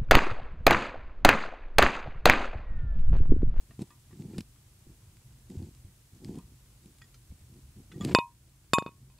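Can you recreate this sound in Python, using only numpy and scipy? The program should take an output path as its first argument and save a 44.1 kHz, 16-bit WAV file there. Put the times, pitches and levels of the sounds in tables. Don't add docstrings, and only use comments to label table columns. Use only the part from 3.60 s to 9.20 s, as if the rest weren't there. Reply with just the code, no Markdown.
import sys
import numpy as np
from scipy import signal
from scipy.fft import rfft, irfft
from scipy.io import wavfile
from scipy.ndimage import uniform_filter1d

SR = 44100
rng = np.random.default_rng(int(sys.argv[2]) if len(sys.argv) > 2 else 0)


def to_linear_factor(level_db):
    exponent = np.asarray(level_db, float) / 20
    return 10 ** exponent


def master(y):
    cut = np.clip(np.atleast_2d(y).T, -1, 1)
    pcm = np.round(cut * 32767)
    wavfile.write(sys.argv[1], SR, pcm.astype(np.int16))


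N = 246750
T = np.arange(N) / SR

# (time [s], push [dB], contact [ms], ring [dB], change of the earlier ring [dB])
FIRST_CLINK = [
    (4.5489, 3.5, 0.34, -15.5, 0),
    (4.5868, -12.5, .75, -22.5, -9),
]
SECOND_CLINK = [
    (5.1343, -4.5, 0.36, -20, 0),
    (5.1843, -8, 0.54, -32.5, -29),
    (5.2233, -27.5, 1, -44.5, -37),
    (5.2625, -27, 1.2, -37.5, -23),
    (5.2775, -42, 1.6, -42, 0),
    (5.2905, -42, 1.28, -54, -7),
]


def rms_one(x):
    return x / np.sqrt(np.mean(x ** 2) + 1e-20)


def low_pass(x, hz):
    return signal.sosfilt(signal.butter(4, min(hz, 20000), fs=SR, output="sos"), x)


def coloured(spectrum):
    top_hz = 15700
    hz, db = np.transpose(spectrum)
    bin_hz = np.fft.rfftfreq(N, 1 / SR) + 1e-3
    gain = to_linear_factor(np.interp(np.log(bin_hz), np.log(hz), db)) * (bin_hz < top_hz)
    return rms_one(irfft(rfft(rng.standard_normal(N)) * gain, N))


def flicker(hz):
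    return rms_one(signal.sosfilt(signal.butter(2, hz, fs=SR, output="sos"), rng.standard_normal(N)))


def resonance(x, hz, width_hz):
    r = np.exp(-np.pi * width_hz / SR)
    poles = [1, -2 * r * np.cos(2 * np.pi * hz / SR), r * r]
    return signal.lfilter(np.array([1, 0, -1]) * (1 - r * r) / 2, poles, x)


def add(out, s, x):
    i = round(s * SR)
    out[i:i + len(x)] += x[:N - i]


def rings(t, hz, t60_s, db):
    return to_linear_factor(np.c_[db] - 60 * t / np.c_[t60_s]) * np.sin(2 * np.pi * np.c_[hz] * t)


def ducking():
    depth_db, rise_s, back_s = 3.5, 0.043, 0.95
    since_s = np.maximum(T - np.array([[FIRST_CLINK[0][0]], [SECOND_CLINK[0][0]]]), 0)
    dip = (1 - np.exp(-since_s / rise_s)) * np.exp(-since_s / back_s)
    return to_linear_factor(-depth_db * dip.max(axis=0))


def room_hum():
    # (frequency [Hz], density [dB per Hz])
    hum_spectrum = [(12, -44.5), (20, -18.5), (27, -17.5), (45, -3.5), (113, -6), (132, -1), (146, -14),
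                    (315, -28), (659, -39), (1200, -47.5), (1560, -61.5), (2640, -120)]
    return to_linear_factor(-57 + 1.5 * flicker(5) + 0.65 * flicker(2.5)) * coloured(hum_spectrum)


def shared_hiss():
    # (frequency [Hz], density [dB per Hz])
    hiss_spectrum = [(180, -28), (300, 0), (565, -16), (656, -14), (787, -10.5), (1610, -11.5),
                     (2280, -13.5), (4520, -14), (9390, -9), (15000, -15.5), (16000, -13.5)]
    return to_linear_factor(-68) * coloured(hiss_spectrum)


def channel_hiss():
    # (frequency [Hz], density [dB per Hz])
    own_spectrum = [(18, -27), (30, -6), (239, -9), (426, -11.5), (822, -10), (937, -11), (2060, -11),
                    (2680, -9), (9970, -9), (14800, -10.5), (16000, -11.5)]
    return to_linear_factor(-68.5) * coloured(own_spectrum)


def stroke(s, length_s, start_db, end_db):
    grip_s, let_go_s = 0.007, 0.03
    end_s = s + length_s
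    return np.interp(T, [s - 3 * grip_s, s, end_s, end_s + 3 * let_go_s],
                     [start_db - 90, start_db, end_db, end_db - 91])


def effort():
    # (start [s], length [s], effort at start [dB], effort at end [dB], contact with the glaze [dB])
    pot_shoves = [
        (0.193, 0.031, -39.5, -35.5, -0.5),
        (0.497, 0.12, -61, -37, -6),
        (0.609, 0.2, -48, -35, -6),
        (1.9, 0.19, -42.5, -45, -2),
        (2.522, 0.063, -51.5, -58, 2),
        (2.604, 0.031, -51.5, -49, -11),
        (2.64, .15, -39.5, -41.5, -2.5),
        (3.217, 0.083, -60.5, -51, -3),
        (4.298, 0.11, -59, -37, -3.5),
        (4.41, 0.12, -31.5, -28, -1),
    ]
    # (time [s], length [s], effort [dB])
    board_nudges = [(0.101, 0.031, -60), (0.305, 0.05, -73), (1.268, 0.044, -53.5), (2.25, 0.023, -56),
                    (2.883, 0.043, -56.5), (3.714, 0.017, -55), (3.894, .1, -57.5), (4.172, 0.032, -43.5),
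                    (4.867, 0.022, -67), (5.098, .03, -90), (5.319, 0.015, -69), (5.418, .015, -70.5),
                    (2.096, 0.018, -61.5)]
    shoves = np.array([stroke(*row[:4]) for row in pot_shoves])
    nudges = np.max([stroke(s, length_s, db, db) for s, length_s, db in board_nudges], axis=0)
    glaze_db = (shoves + np.array(pot_shoves)[:, 4:]).max(axis=0)
    return np.maximum(shoves.max(axis=0), nudges), glaze_db


def table_sway(board_db):
    # (frequency [Hz], density [dB per Hz])
    sway_spectrum = [(30, -31), (60, -9), (85, -7.5), (130, 0.5), (200, -18), (400, -50.5)]
    return uniform_filter1d(to_linear_factor(board_db - 10), size=SR // 30) * coloured(sway_spectrum)


def drag(board_db):
    # (frequency [Hz], width [Hz], level [dB])
    table_modes = [(88.5, 21, -3), (144, 29, 3.5), (196, 44.7, 5.5), (267.8, 90.7, 0), (355.3, 42, 0.5),
                   (487.3, 97, -16), (580, 420, -22), (869, 270, -24.5)]
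    rest_db, rest_wander_db, slips_per_s = -73.5, 3.5, 450
    force = to_linear_factor(board_db) + ducking() * to_linear_factor(rest_db + rest_wander_db * flicker(1.7))
    slips = (rng.random(N) < slips_per_s / SR) * rng.standard_normal(N) * to_linear_factor(2.0 * flicker(25))
    shake = np.zeros(N)
    for k, (hz, width_hz, db) in enumerate(table_modes):
        shake += (-1) ** k * to_linear_factor(db) * resonance(slips, hz, width_hz)
    return low_pass(to_linear_factor(-3.0) * force * rms_one(shake), 1170)


def slide(glaze_db):
    # (frequency [Hz], density [dB per Hz])
    rub_spectrum = [(300, -9.5), (550, 4), (1000, -6.5), (2500, -4), (5000, -11.5), (6500, -25),
                    (15000, -39.5)]
    # (frequency [Hz], density [dB per Hz])
    glaze_spectrum = [(1200, -15), (2500, -2), (4500, 0), (6000, -0.5), (8000, 3.5), (10000, -13),
                      (11500, -17.5), (15000, -29.5)]
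    over_db = glaze_db + 43
    rub = to_linear_factor(-77.5 + 2 * over_db) + ducking() * to_linear_factor(-81)
    rustle = to_linear_factor(-72 + 0.94 * over_db) + ducking() * to_linear_factor(-75.5)
    scrape = rub * to_linear_factor(3.5 * flicker(45)) * coloured(rub_spectrum)
    wet = rustle * to_linear_factor(2.2 * flicker(90)) * coloured(glaze_spectrum)
    return scrape + 1.5 * resonance(scrape, 1000, 90) + wet


def thumps():
    # (time [s], peak [dB], frequency [Hz], t60 [s])
    knocks = [(0.599, -34, 160, 0.2), (0.688, -36.5, 196, 0.12), (0.784, -18, 198, 0.04),
              (0.806, -33.5, 187, 0.036), (1.268, -33, 61.9, 0.025), (1.899, -42, 186, 0.18),
              (1.971, -28, 88, 0.18), (2.028, -34.5, 85, 0.14), (2.247, -34.5, 92.5, 0.079),
              (2.533, -39, 121, 0.038), (2.654, -45, 192, 0.025), (2.784, -36, 177, 0.1),
              (3.258, -43.5, 191, 0.091), (3.703, -35.5, 73.6, 0.12), (3.817, -43.5, 89, 0.21),
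              (4.162, -42.5, 124, 0.1), (4.36, -31, 146, 0.066), (4.411, -54, 204, 0.049)]
    out, t = np.zeros(N), T[:SR // 5]
    for s, db, hz, t60_s in knocks:
        decay = to_linear_factor(db - 2.5 - 60 * t / max(t60_s, 0.01))
        add(out, s, decay * np.sin(2 * np.pi * hz * t) * np.minimum(4 * hz * t, 1))
    return out


def snaps():
    # (time [s], peak [dB], centre [Hz], length [ms])
    wet_bursts = [(0.193, -50, 4360, 1.1), (0.2184, -39, 7500, 2), (0.222, -49, 7300, 4.2),
                  (0.622, -50.5, 2720, 0.69), (0.7821, -31.5, 4700, 0.99), (0.7853, -39, 2450, 5.1),
                  (0.8064, -37, 4160, 2.3), (1.5694, -51.5, 3560, 0.97), (1.9014, -49, 7910, 1.4),
                  (2.0256, -48.5, 4900, 1.7), (2.149, -51.5, 5730, 1.7), (2.6467, -35, 2750, 0.59),
                  (2.7556, -47, 7240, 1), (2.7866, -46, 7320, 2.1), (3.259, -48.5, 8780, 1.6),
                  (3.3846, -51.5, 8100, 4.0), (4.4486, -24, 3470, 0.9), (4.5174, -60, 2550, 1.4)]
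    out, t = np.zeros(N), T[:SR // 25]
    for s, db, hz, ms in wet_bursts:
        noise = rng.standard_normal(len(t))
        burst = noise * np.exp(-t * 1000 / max(ms, 0.3))
        burst = resonance(burst, 2800, 7000) + 1.2 * resonance(burst, hz, 0.35 * hz)
        burst = burst - 0.8 * resonance(burst, 6100, 1800)
        add(out, s, to_linear_factor(db) * burst / np.abs(burst).max())
    return low_pass(out, 12500) + 0.25 * out


def ticks():
    # (frequency [Hz], t60 [s])
    stick_modes = [(1192, 0.17), (1895, 0.08), (3380, 0.066), (4900, 0.016), (7030, 0.064)]
    # (time [s], levels of the four lower modes [dB] x 4)
    loose_ticks = [
        (0.305, -57, -64, -66, -58),
        (0.317, -67, -66, -76, -76),
        (3.4198, -85, -51, -56, -50),
        (3.4427, -78, -61, -64, -55),
        (2.787, -63.5, -82, -78, -78),
        (4.3427, -70, -59, -66, -73),
        (4.4099, -43, -52, -41, -53),
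    ]
    # (time [s], level [dB], mode frequencies [Hz] x 3)
    gripped_taps = [(0.109, -59, 674, 1190, 1830), (0.109, -65, 1870, 2600, 2730),
                    (0.3056, -59.5, 1010, 1760, 2540), (0.529, -65, 1180, 1750, 1940),
                    (0.745, -61.5, 1390, 1750, 2400), (3.4164, -57.5, 1310, 1570, 2470),
                    (3.543, -61, 1350, 2340, 3120), (3.5435, -59.5, 6400, 4200, 4880),
                    (4.3167, -54.5, 1310, 2020, 2800), (4.321, -55.5, 1510, 2520, 3480),
                    (.51, -64, 1030, 1150, 1890), (.96, -69.5, 1190, 1360, 2170)]
    tap_t60_s, top_mode_db = 0.051, -4
    out, t = np.zeros(N), T[:SR // 8]
    hz, t60_s = np.transpose(stick_modes)
    for s, *db in loose_ticks:
        add(out, s, rings(t, hz, t60_s, [*db, db[2] + top_mode_db]).sum(axis=0))
    for s, db, *tap_hz in gripped_taps:
        skid = rng.standard_normal(len(t)) * np.exp(-t / 0.01)
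        scuff = 1.7 * low_pass(resonance(skid, np.mean(tap_hz), 2300), 2.6 * max(tap_hz))
        add(out, s, to_linear_factor(db) * (rings(t, tap_hz, [tap_t60_s], [0]).sum(axis=0) + scuff))
    return out


def grazes():
    # (time [s], push [dB], contact [ms], ring [dB], change of the earlier ring [dB], only negative
    soft_touches = [
        (0.1918, -32, 2.2, -60, 4),
        (0.2245, -38, 1.65, -71, 11),
        (0.3062, -65, 1.2, -59.5, 0),
        (2.7862, -66, 1.8, -51.5, 10),
        (2.803, -72, 1.1, -83, -9),
        (4.165, -64, 1.9, -84, 0),
        (5.5, -58, 0.47, -69, 0),
        (5.585, -75, 0.37, -64, -1),
    ]
    return clink(soft_touches, spot=0, board_db=5)


def clink(blows, spot, board_db):
    wall_hz = [954, 1044, 1097, 1230, 1912, 2524, 2862, 3617, 4398, 4520, 4870, 5430, 6745, 7300, 7865,
               7900, 8400, 8840, 9150, 10000, 10645, 11330, 12430]
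    # (t60 [s], level at the first spot [dB], level at the second spot [dB])
    wall_modes = [(0.55, -6.5, -5), (0.4, -5, -43), (1, -34, 0), (0.033, -14, -1), (0.089, -20, -21),
                  (0.17, -1.5, 2), (0.077, -11.5, -10), (0.062, -3.5, 4), (0.018, -13.5, 5.5),
                  (0.0088, 10.5, -5), (0.036, -18, -2), (0.027, -19, -8), (0.09, -27.5, -9.5),
                  (.085, -15.5, 0.5), (.06, -26, -11.5), (0.0017, -3.5, -20), (.05, -29, -15),
                  (0.035, -23.5, -9), (0.053, -35, -11.5), (0.057, -29.5, -39), (0.1, -19, -3),
                  (0.064, -33.5, -8), (.035, -34.5, -12.5)]
    tilt_db, tilt_db_per_ms = -0.23, -2
    settle_s = 0.097
    hold_db_per_s = 43
    hz, (t60_s, *spot_db) = np.array(wall_hz), np.transpose(wall_modes)
    khz = hz / 1000
    sign = np.where(hz < 1000, -1, 1)
    push, ring, t = np.zeros(N), np.zeros(N), T[:SR // 3]
    for s, push_db, ms, ring_db, _ in blows:
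        noise = rng.standard_normal(len(t))
        contact = np.clip(t * 1000 / ms, 0, 1)
        soft_db = (tilt_db + tilt_db_per_ms * ms) * np.log2(khz) - 10 * np.log10(1 + (hz * ms / 3700) ** 4)
        lost_db = np.zeros(len(t))
        for later_s, _, _, _, change_db in blows:
            if later_s > s:
                lost_db += min(change_db, 0) * np.clip((t + s - later_s) / 0.0017, 0, 1)
        touch_db = lost_db * np.c_[khz ** 0.45]
        hold_db = hold_db_per_s * ms ** 2 * t * np.c_[khz]
        damped = to_linear_factor(touch_db - 10 * (t / settle_s) ** 2 - hold_db)
        modes = damped * rings(t, hz, t60_s, ring_db + spot_db[spot] + soft_db)
        add(ring, s, contact * (sign @ modes))
        add(push, s, to_linear_factor(push_db) * low_pass(np.sin(np.pi * contact) ** 0.61, 3000 / ms))
        scatter = to_linear_factor(-29 - 60 * t / 0.05) + to_linear_factor(-38 - 60 * t / 0.4)
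        echo = low_pass(np.diff(noise, prepend=0) + 0.4 * noise, 4000 / ms)
        add(ring, s, contact * to_linear_factor(ring_db) * scatter * echo)
    undershoot = 0.73 * resonance(np.roll(push, round(0.00083 * SR)), 150, 360)
    rebound = signal.lfilter(*signal.butter(1, 110, "high", fs=SR), push) - undershoot
    return rebound + ring + to_linear_factor(board_db) * resonance(push, 175, 130)


def scene():
    board_db, glaze_db = effort()
    snap = snaps()
    near = drag(board_db) + slide(glaze_db) + thumps() + snap + ticks() + grazes()
    blows = clink(FIRST_CLINK, spot=0, board_db=0.5) + clink(SECOND_CLINK, spot=1, board_db=5.0)
    background = room_hum() + table_sway(board_db) + shared_hiss()
    difference = channel_hiss() + to_linear_factor(-18.0) * np.diff(snap, prepend=0)
    difference += to_linear_factor(-35.5) * resonance(blows, 1100, 900)
    return near + ducking() * (background + blows + difference * [[1], [-1]])


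def roll_off(x):
    return signal.sosfilt(signal.butter(12, 16800, fs=SR, output="sos"), x)


def record(dry):
    rounded = low_pass(1.043 * np.tanh(dry / 1.047), 16500)
    return roll_off(rounded)


dry = scene()
out = record(dry)
master(out)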